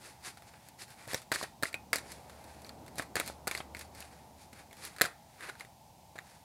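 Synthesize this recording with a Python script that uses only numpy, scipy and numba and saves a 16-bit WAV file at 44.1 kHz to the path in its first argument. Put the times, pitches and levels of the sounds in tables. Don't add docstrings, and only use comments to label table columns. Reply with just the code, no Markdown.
import sys
import numpy as np
from scipy import signal
from scipy.fft import rfft, irfft, next_fast_len
from scipy.io import wavfile
from scipy.ndimage import uniform_filter1d
from numba import njit

SR = 44100
rng = np.random.default_rng(int(sys.argv[2]) if len(sys.argv) > 2 else 0)


def amplitude_ratio(level_db):
    exponent = np.asarray(level_db, float) / 20
    return 10 ** exponent


def waveform_to_disk(signal):
    frames = np.transpose(np.atleast_2d(signal))
    scaled = np.clip(frames, -1, 1) * 32767
    samples = np.round(scaled).astype(np.int16)
    wavfile.write(sys.argv[1], SR, samples)


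N = 284133
TIME = np.arange(N) / SR


def unit(x):
    return x / np.sqrt(np.mean(x ** 2))


def colour(x, spectrum):
    size = next_fast_len(len(x))
    hz, db = np.transpose(spectrum)
    bins = np.maximum(np.arange(size // 2 + 1) * SR / size, 1)
    gain = amplitude_ratio(np.interp(np.log(bins), np.log(hz), db))
    return irfft(rfft(x, size) * gain, size)[:len(x)]


def band(x, lo_hz, hi_hz, order=2):
    edges_hz = [lo_hz, min(hi_hz, .45 * SR)]
    return signal.sosfilt(signal.butter(order, edges_hz, "band", fs=SR, output="sos"), x)


def walk(rate):
    hold = int(SR / rate)
    steps = np.repeat(rng.standard_normal(N // hold + 1), hold)
    smooth = uniform_filter1d(uniform_filter1d(steps, hold), hold)
    return unit(smooth[:N])


def ring(t, hz, t60):
    return np.sin(2 * np.pi * hz * t) * amplitude_ratio(-60 * t / t60)


def packet_drops():
    # (time [s], peak level [dB], slot ring [Hz], tick level [dB], rustle level after [dB])
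    drops = [(1.077, -53, 1750, 9, -25), (1.1336, -26, 1820, -9, -37), (1.1453, -20.5, 1860, -9.5, -14),
             (1.1444, -21, 5720, -21, -26), (1.3174, -15.5, 1740, -18, -10),
             (1.3238, -18, 1510, -12.5, -19), (1.4282, -30.5, 1810, -7.5, -14),
             (1.4377, -34.5, 1410, -28, 1), (1.6261, -26.5, 1790, -8, -11),
             (1.6332, -16, 1660, -12.5, -12.5), (1.9579, -28.5, 2060, 2.5, -7),
             (2.9824, -38.5, 2190, 3, -2), (2.9964, -21.5, 1690, -23, -8), (3.1557, -18.5, 1740, -10, -10),
             (3.1661, -21.5, 1720, -16, -3), (3.1996, -21.5, 2320, -5, -21),
             (3.2994, -35.5, 1360, -17, -23), (3.472, -26, 2080, -10, -1.5),
             (3.4773, -22.5, 1460, -3.5, -19), (3.6036, -34.5, 3200, -34, -2),
             (5.0117, -8.5, 1760, -20, -13), (5.0171, -10.5, 1790, -3.5, -16),
             (5.0413, -26, 1810, -15, -12), (6.1562, -58.5, 1530, -17, 14.5)]
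    return [(s, db, hz, -11.5 - 0.67 * (db + 20), tick_db, rustle_db) for s, db, hz, tick_db, rustle_db in drops]


def flicks():
    # (time [s], peak level [dB], slot ring [Hz], rustle level after [dB])
    flicked = [(1.1129, -29.5, 1850, -20), (1.359, -18, 1740, -17), (1.413, -25, 1000, -22),
               (1.64, -39, 1650, -20), (1.6551, -23, 1990, -24), (1.7292, -36, 2130, -8.5),
               (1.7425, -20, 2360, -16), (1.931, -13, 1990, -9), (2.6928, -32.5, 4340, -14.5),
               (3.0221, -33.5, 1140, -8.5), (3.2122, -26.5, 1370, -26), (3.2826, -38, 2470, -15),
               (3.5124, -23, 2280, -7.5), (3.5503, -20.5, 2110, -15.5), (3.5754, -31.5, 4370, -7.5),
               (3.7486, -27.5, 2140, -16.5), (3.768, -40, 1960, -5), (3.8104, -40, 1730, -3.5),
               (4.025, -33.5, 2560, -15), (4.9637, -37, 1740, -10), (4.9846, -31, 1650, -12.5),
               (4.9988, -32, 1710, -14.5), (5.0519, -19.5, 1540, -16), (5.0568, -23, 1430, -10),
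               (5.4079, -34.5, 1840, -14), (5.4983, -26, 1580, -26), (5.5535, -39, 1640, -20),
               (5.5975, -37.5, 4600, -9), (5.608, -32.5, 2130, -14), (6.1882, -26, 1870, -20)]
    return [(s, db, hz, -22.5, -18 + (rustle_db + 15), rustle_db) for s, db, hz, rustle_db in flicked]


def catches():
    # (time [s], peak level [dB], slot ring [Hz], tick level [dB])
    caught = [(0.3727, -44.5, 1430, -8.5), (0.422, -44.5, 1330, -10.5), (0.4894, -51, 1870, -16),
              (0.537, -44, 1040, -27), (0.6868, -52.5, 1670, 8), (0.881, -48.5, 1600, -7),
              (0.904, -51, 1720, 1), (1.218, -46, 1320, -2), (1.9838, -34, 1740, -4.5),
              (2.119, -46, 2340, 4.5), (2.2968, -41.5, 1160, -10.5), (2.4421, -52.5, 1150, 3),
              (2.619, -54, 1230, 4), (2.6465, -39, 4420, -13), (2.6656, -45, 5830, -8),
              (2.8637, -49, 1450, -1.5), (2.8804, -43, 2030, -8), (2.9571, -55, 1220, 9),
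              (3.262, -46, 2370, 5), (3.277, -35, 2030, 1), (3.793, -50.5, 1500, 11),
              (3.9494, -44.5, 2200, -3.5), (4.0047, -49, 2240, 10), (4.5296, -45, 2060, -8),
              (4.7696, -59, 1910, 7), (4.7107, -46, 2240, -13), (4.7292, -42.5, 1920, -5),
              (4.8514, -42.5, 1900, 8), (5.649, -43, 1900, -13), (6.1814, -38, 1860, -16)]
    return [(s, db, hz, -13.5, tick_db, -8) for s, db, hz, tick_db in caught]


def packet_edges(chance):
    edges = np.zeros(1024)
    delay = np.cumsum(0.002 * (.2 + chance[1:5]))
    at = np.minimum(delay * SR, 1023).astype(int)
    edges[at] = amplitude_ratio(-9 - 1000 * delay - 6.6 * chance[5:9]) * np.sign(chance[5:9] - .5)
    edges[0] = 1
    return edges


def snaps():
    # (frequency [Hz], level [dB], decay time T60 [s])
    thud_modes = [
        (172, -14.5, 0.02),
        (268, -22, 0.069),
        (548, -2.5, 0.024),
        (660, 10, 0.008),
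    ]
    # (frequency [Hz], level [dB], decay time T60 [s])
    upper_modes = [
        (3980, -7.5, 0.0087),
        (7590, -8, 0.0053),
    ]
    slot_t60_s, contact_s = .01, 0.0007
    rustle_t60_s, rustle_rise_s = .075, 0.001

    t = np.arange(2048) / SR
    tick = band(t == 0, 6660, 13360)
    tick = tick / np.abs(tick).max()
    knocks, starts = np.zeros(N + 4096), np.zeros((2, N))
    for s, db, hz, thud_db, tick_db, rustle_db in packet_drops() + flicks() + catches():
        c = rng.random(16)
        slot = ring(t, hz, slot_t60_s) + 1.2 * ring(t, hz * (0.88 + 0.34 * c[10]), 0.36 * slot_t60_s)
        slot = slot * np.minimum(t / contact_s, 1)
        upper = sum(amplitude_ratio(g) * ring(t, f * (0.86 + 0.35 * c[11 + k]), d)
                    for k, (f, g, d) in enumerate(upper_modes))
        thud = sum(amplitude_ratio(g) * ring(t, f * (0.872 + 0.34 * c[12 + k]), d)
                   for k, (f, g, d) in enumerate(thud_modes))
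        body = 0.9 * slot + amplitude_ratio(thud_db - 3.5) * thud
        body = body + amplitude_ratio(tick_db + 11) * tick + amplitude_ratio(0.5 * tick_db + 7.0) * upper
        at = int(s * SR)
        knocks[at:at + 3071] += amplitude_ratio(db) * signal.fftconvolve(packet_edges(c), body)
        brightness_db = np.array([0, 0.63 * (tick_db + 4.5)])
        starts[:, at] += amplitude_ratio(db + rustle_db + brightness_db) ** 2
    fade = amplitude_ratio(-120 / (rustle_t60_s * SR))
    rise = np.exp(-1 / (rustle_rise_s * SR))
    rustle_power = signal.lfilter([1 - rise], np.convolve([1, -fade], [1, -rise]), starts)
    return knocks[:N], np.sqrt(rustle_power)


def grit(flicker_db=1.5):
    # (frequency [Hz], level [dB])
    card = [(180, -40), (300, -5), (870, -7), (1480, -2.5), (1610, -2), (1780, -2), (2360, -2.5),
            (3030, -10), (4440, -4), (5900, -9.5), (10400, -8), (14500, -25.5), (16000, -49)]
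    slips = np.minimum(rng.exponential(size=N // 8 + 1), 3.5).repeat(8)[:N]
    clicks = rng.standard_normal(N) * amplitude_ratio(2.5 * slips + flicker_db * walk(90))
    sound = unit(colour(clicks, card))
    body = signal.sosfilt(signal.butter(2, 3200, fs=SR, output="sos"), sound)
    return body, sound - body


def sliding(rustle):
    # (middle [s], level [dB], length [s], treble level [dB])
    scrapes = [(0.071, -51.5, 0.042, -0.5), (3.562, -54.5, 0.038, 6.5), (1.398, -54.5, 0.038, 8),
               (0.271, -44.5, 0.022, 1.5), (0.486, -57, 0.011, 1), (0.66, -61, 0.022, 0.5),
               (0.817, -48.5, 0.017, 4), (0.908, -56.5, 0.024, -2.5), (1.022, -49, 0.025, -4.5),
               (1.11, -42, 0.021, -1.5), (1.168, -48.5, 0.025, 2.5), (1.348, -33, 0.0083, 1),
               (1.434, -44.5, 0.0047, 7.5), (1.667, -53.5, 0.02, 6), (3.266, -65, 0.051, 9.5),
               (2.122, -59, 0.0043, 9), (2.677, -65, 0.013, 5), (2.995, -51, 0.017, 3.5),
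               (3.201, -38, 0.021, -5), (3.275, -52, 0.013, 7), (3.808, -60, 0.034, 4),
               (4.008, -53.5, 0.035, -1), (4.422, -61.5, 0.024, 4), (4.588, -52.5, 0.026, -4),
               (6.312, -59, 0.06, -2), (4.856, -54, 0.015, 6.5), (5.042, -36, 0.0079, -0.5),
               (5.449, -41.5, 0.031, -8), (5.491, -41, 0.013, -8), (5.611, -51, 0.026, -6)]
    # (time [s], level [dB])
    handling = [(0.14, -68.5), (0.8, -71), (1.0, -61.5), (1.14, -69), (1.3, -91), (1.9, -93),
                (2.121, -51.5), (2.3, -65), (2.98, -63.5), (3.14, -81), (3.75, -82), (3.95, -63),
                (4.68, -74), (4.82, -56.5), (5.12, -77), (5.34, -64.5), (5.53, -56.5), (5.75, -94)]
    s, level_db = np.transpose(handling)
    treble_db = -2 + 0.34 * (level_db + 61.5)
    held = amplitude_ratio(np.interp(TIME, s, level_db, left=-99, right=-99))
    held = held * amplitude_ratio(4 * walk(11))
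    held_treble = held * amplitude_ratio(np.interp(TIME, s, treble_db))
    power = np.array([held, held_treble]) ** 2 + rustle ** 2
    for mid, db, length, bright_db in scrapes:
        span = slice(max(int((mid - 4 * length) * SR), 0), int((mid + 4 * length) * SR))
        swell = np.exp(-((TIME[span] - mid) / length) ** 2)
        power[:, span] += np.outer(amplitude_ratio(np.array([db, db + bright_db])) ** 2, swell)
    return np.sum(np.sqrt(power) * grit(), axis=0)


def table_bumps():
    # (time [s], level [dB], frequency [Hz], decay time T60 [s])
    bumps = [
        (.275, -43, 140, .04),
        (1.072, -38, 118, .06),
        (1.1430, -26, 520, .02),
        (1.6290, -33, 270, .04),
        (1.7435, -39, 2500, .15),
        (4.53, -44, 210, 0.045),
    ]
    t = np.arange(4096) / SR
    thumps = np.zeros(N + 4096)
    for s, db, hz, t60 in bumps:
        at = int(s * SR)
        thumps[at:at + len(t)] += amplitude_ratio(db) * ring(t, hz, t60) * np.minimum(t / 0.002, 1)
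    return thumps[:N]


@njit
def walls(x, lags, gain, damp):
    line, soft, out = np.zeros((8, 4096)), np.zeros(8), np.zeros(len(x))
    for i in range(len(x)):
        total = 0.
        for k in range(8):
            soft[k] += (1 - damp) * (gain[k] * line[k, (i - lags[k]) & 4095] - soft[k])
            total += soft[k]
        out[i] = total
        for k in range(8):
            line[k, i & 4095] = x[i] + soft[k] - total / 4
    return out


def room_echo(knocks, slides):
    spread = amplitude_ratio(-5) * knocks + amplitude_ratio(5) * slides
    lags = rng.integers(250, 1500, size=8)
    t60_s = .24
    return amplitude_ratio(-26) * walls(spread + 1e-18, lags, amplitude_ratio(-60 * lags / SR / t60_s), .12)


def room_hum():
    # (frequency [Hz], level [dB])
    hum_spectrum = [(18, -32), (40, -17), (70, -4), (153, -2.5), (449, -20.5), (632, -9.5), (866, -3),
                    (1220, -27), (1630, -28), (2290, -24), (2900, -25), (4910, -24), (14800, -29.5),
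                    (16000, -36)]
    hum = colour(rng.standard_normal(N), hum_spectrum)
    return hum * amplitude_ratio(-65) / np.std(band(hum, 707, 842))


def traffic():
    # (time [s], nearness [dB])
    passing = [
        (0.0, -6),
        (0.3, -15.5),
        (0.8, -16.5),
        (1.7, -6),
        (2.06, 1),
        (3.73, 3.5),
        (4.18, -2),
        (5.35, -12.5),
        (6.44, -14.5),
    ]
    near_db = np.interp(TIME, *np.transpose(passing))
    rumble_db = -61 + 0.95 * near_db
    drone_db = -64 + 1.1 * near_db
    hiss_db = -60.5 + near_db
    rumble = unit(band(rng.standard_normal(N), 75, 321)) * amplitude_ratio(rumble_db + 1.8 * walk(5.1))
    drone_hz = 73
    tone = np.sin(2 * np.pi * np.cumsum(drone_hz + 2.56 * walk(9)) / SR)
    roughness = unit(band(rng.standard_normal(N), drone_hz - 9, drone_hz + 9))
    drone = unit(tone + 0.27 * roughness) * amplitude_ratio(drone_db + 1.0 * walk(2.1))
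    hiss = unit(band(rng.standard_normal(N), 477, 907)) * amplitude_ratio(hiss_db + 0.38 * walk(6.2))
    return rumble + drone + hiss


def scene():
    knocks, rustle = snaps()
    knocks = band(knocks + table_bumps(), 80, SR)
    slides = sliding(rustle)
    mono = knocks + slides + room_echo(knocks, slides) + room_hum() + traffic()
    return np.array([mono, mono])


def band_limit(x):
    return signal.sosfilt(signal.butter(12, 16830, fs=SR, output="sos"), x)


def record(dry):
    heard = signal.sosfilt(signal.ellip(8, .2, 45, 15800, fs=SR, output="sos"), dry)
    soft = .04 * np.tanh(heard[0] / .04)
    waver = (amplitude_ratio(-31) * soft + amplitude_ratio(-25) * band(soft, 2000, 16000)) * walk(400)
    return band_limit(heard + np.array([waver, -waver]))


dry = scene()
out = record(dry)
waveform_to_disk(out)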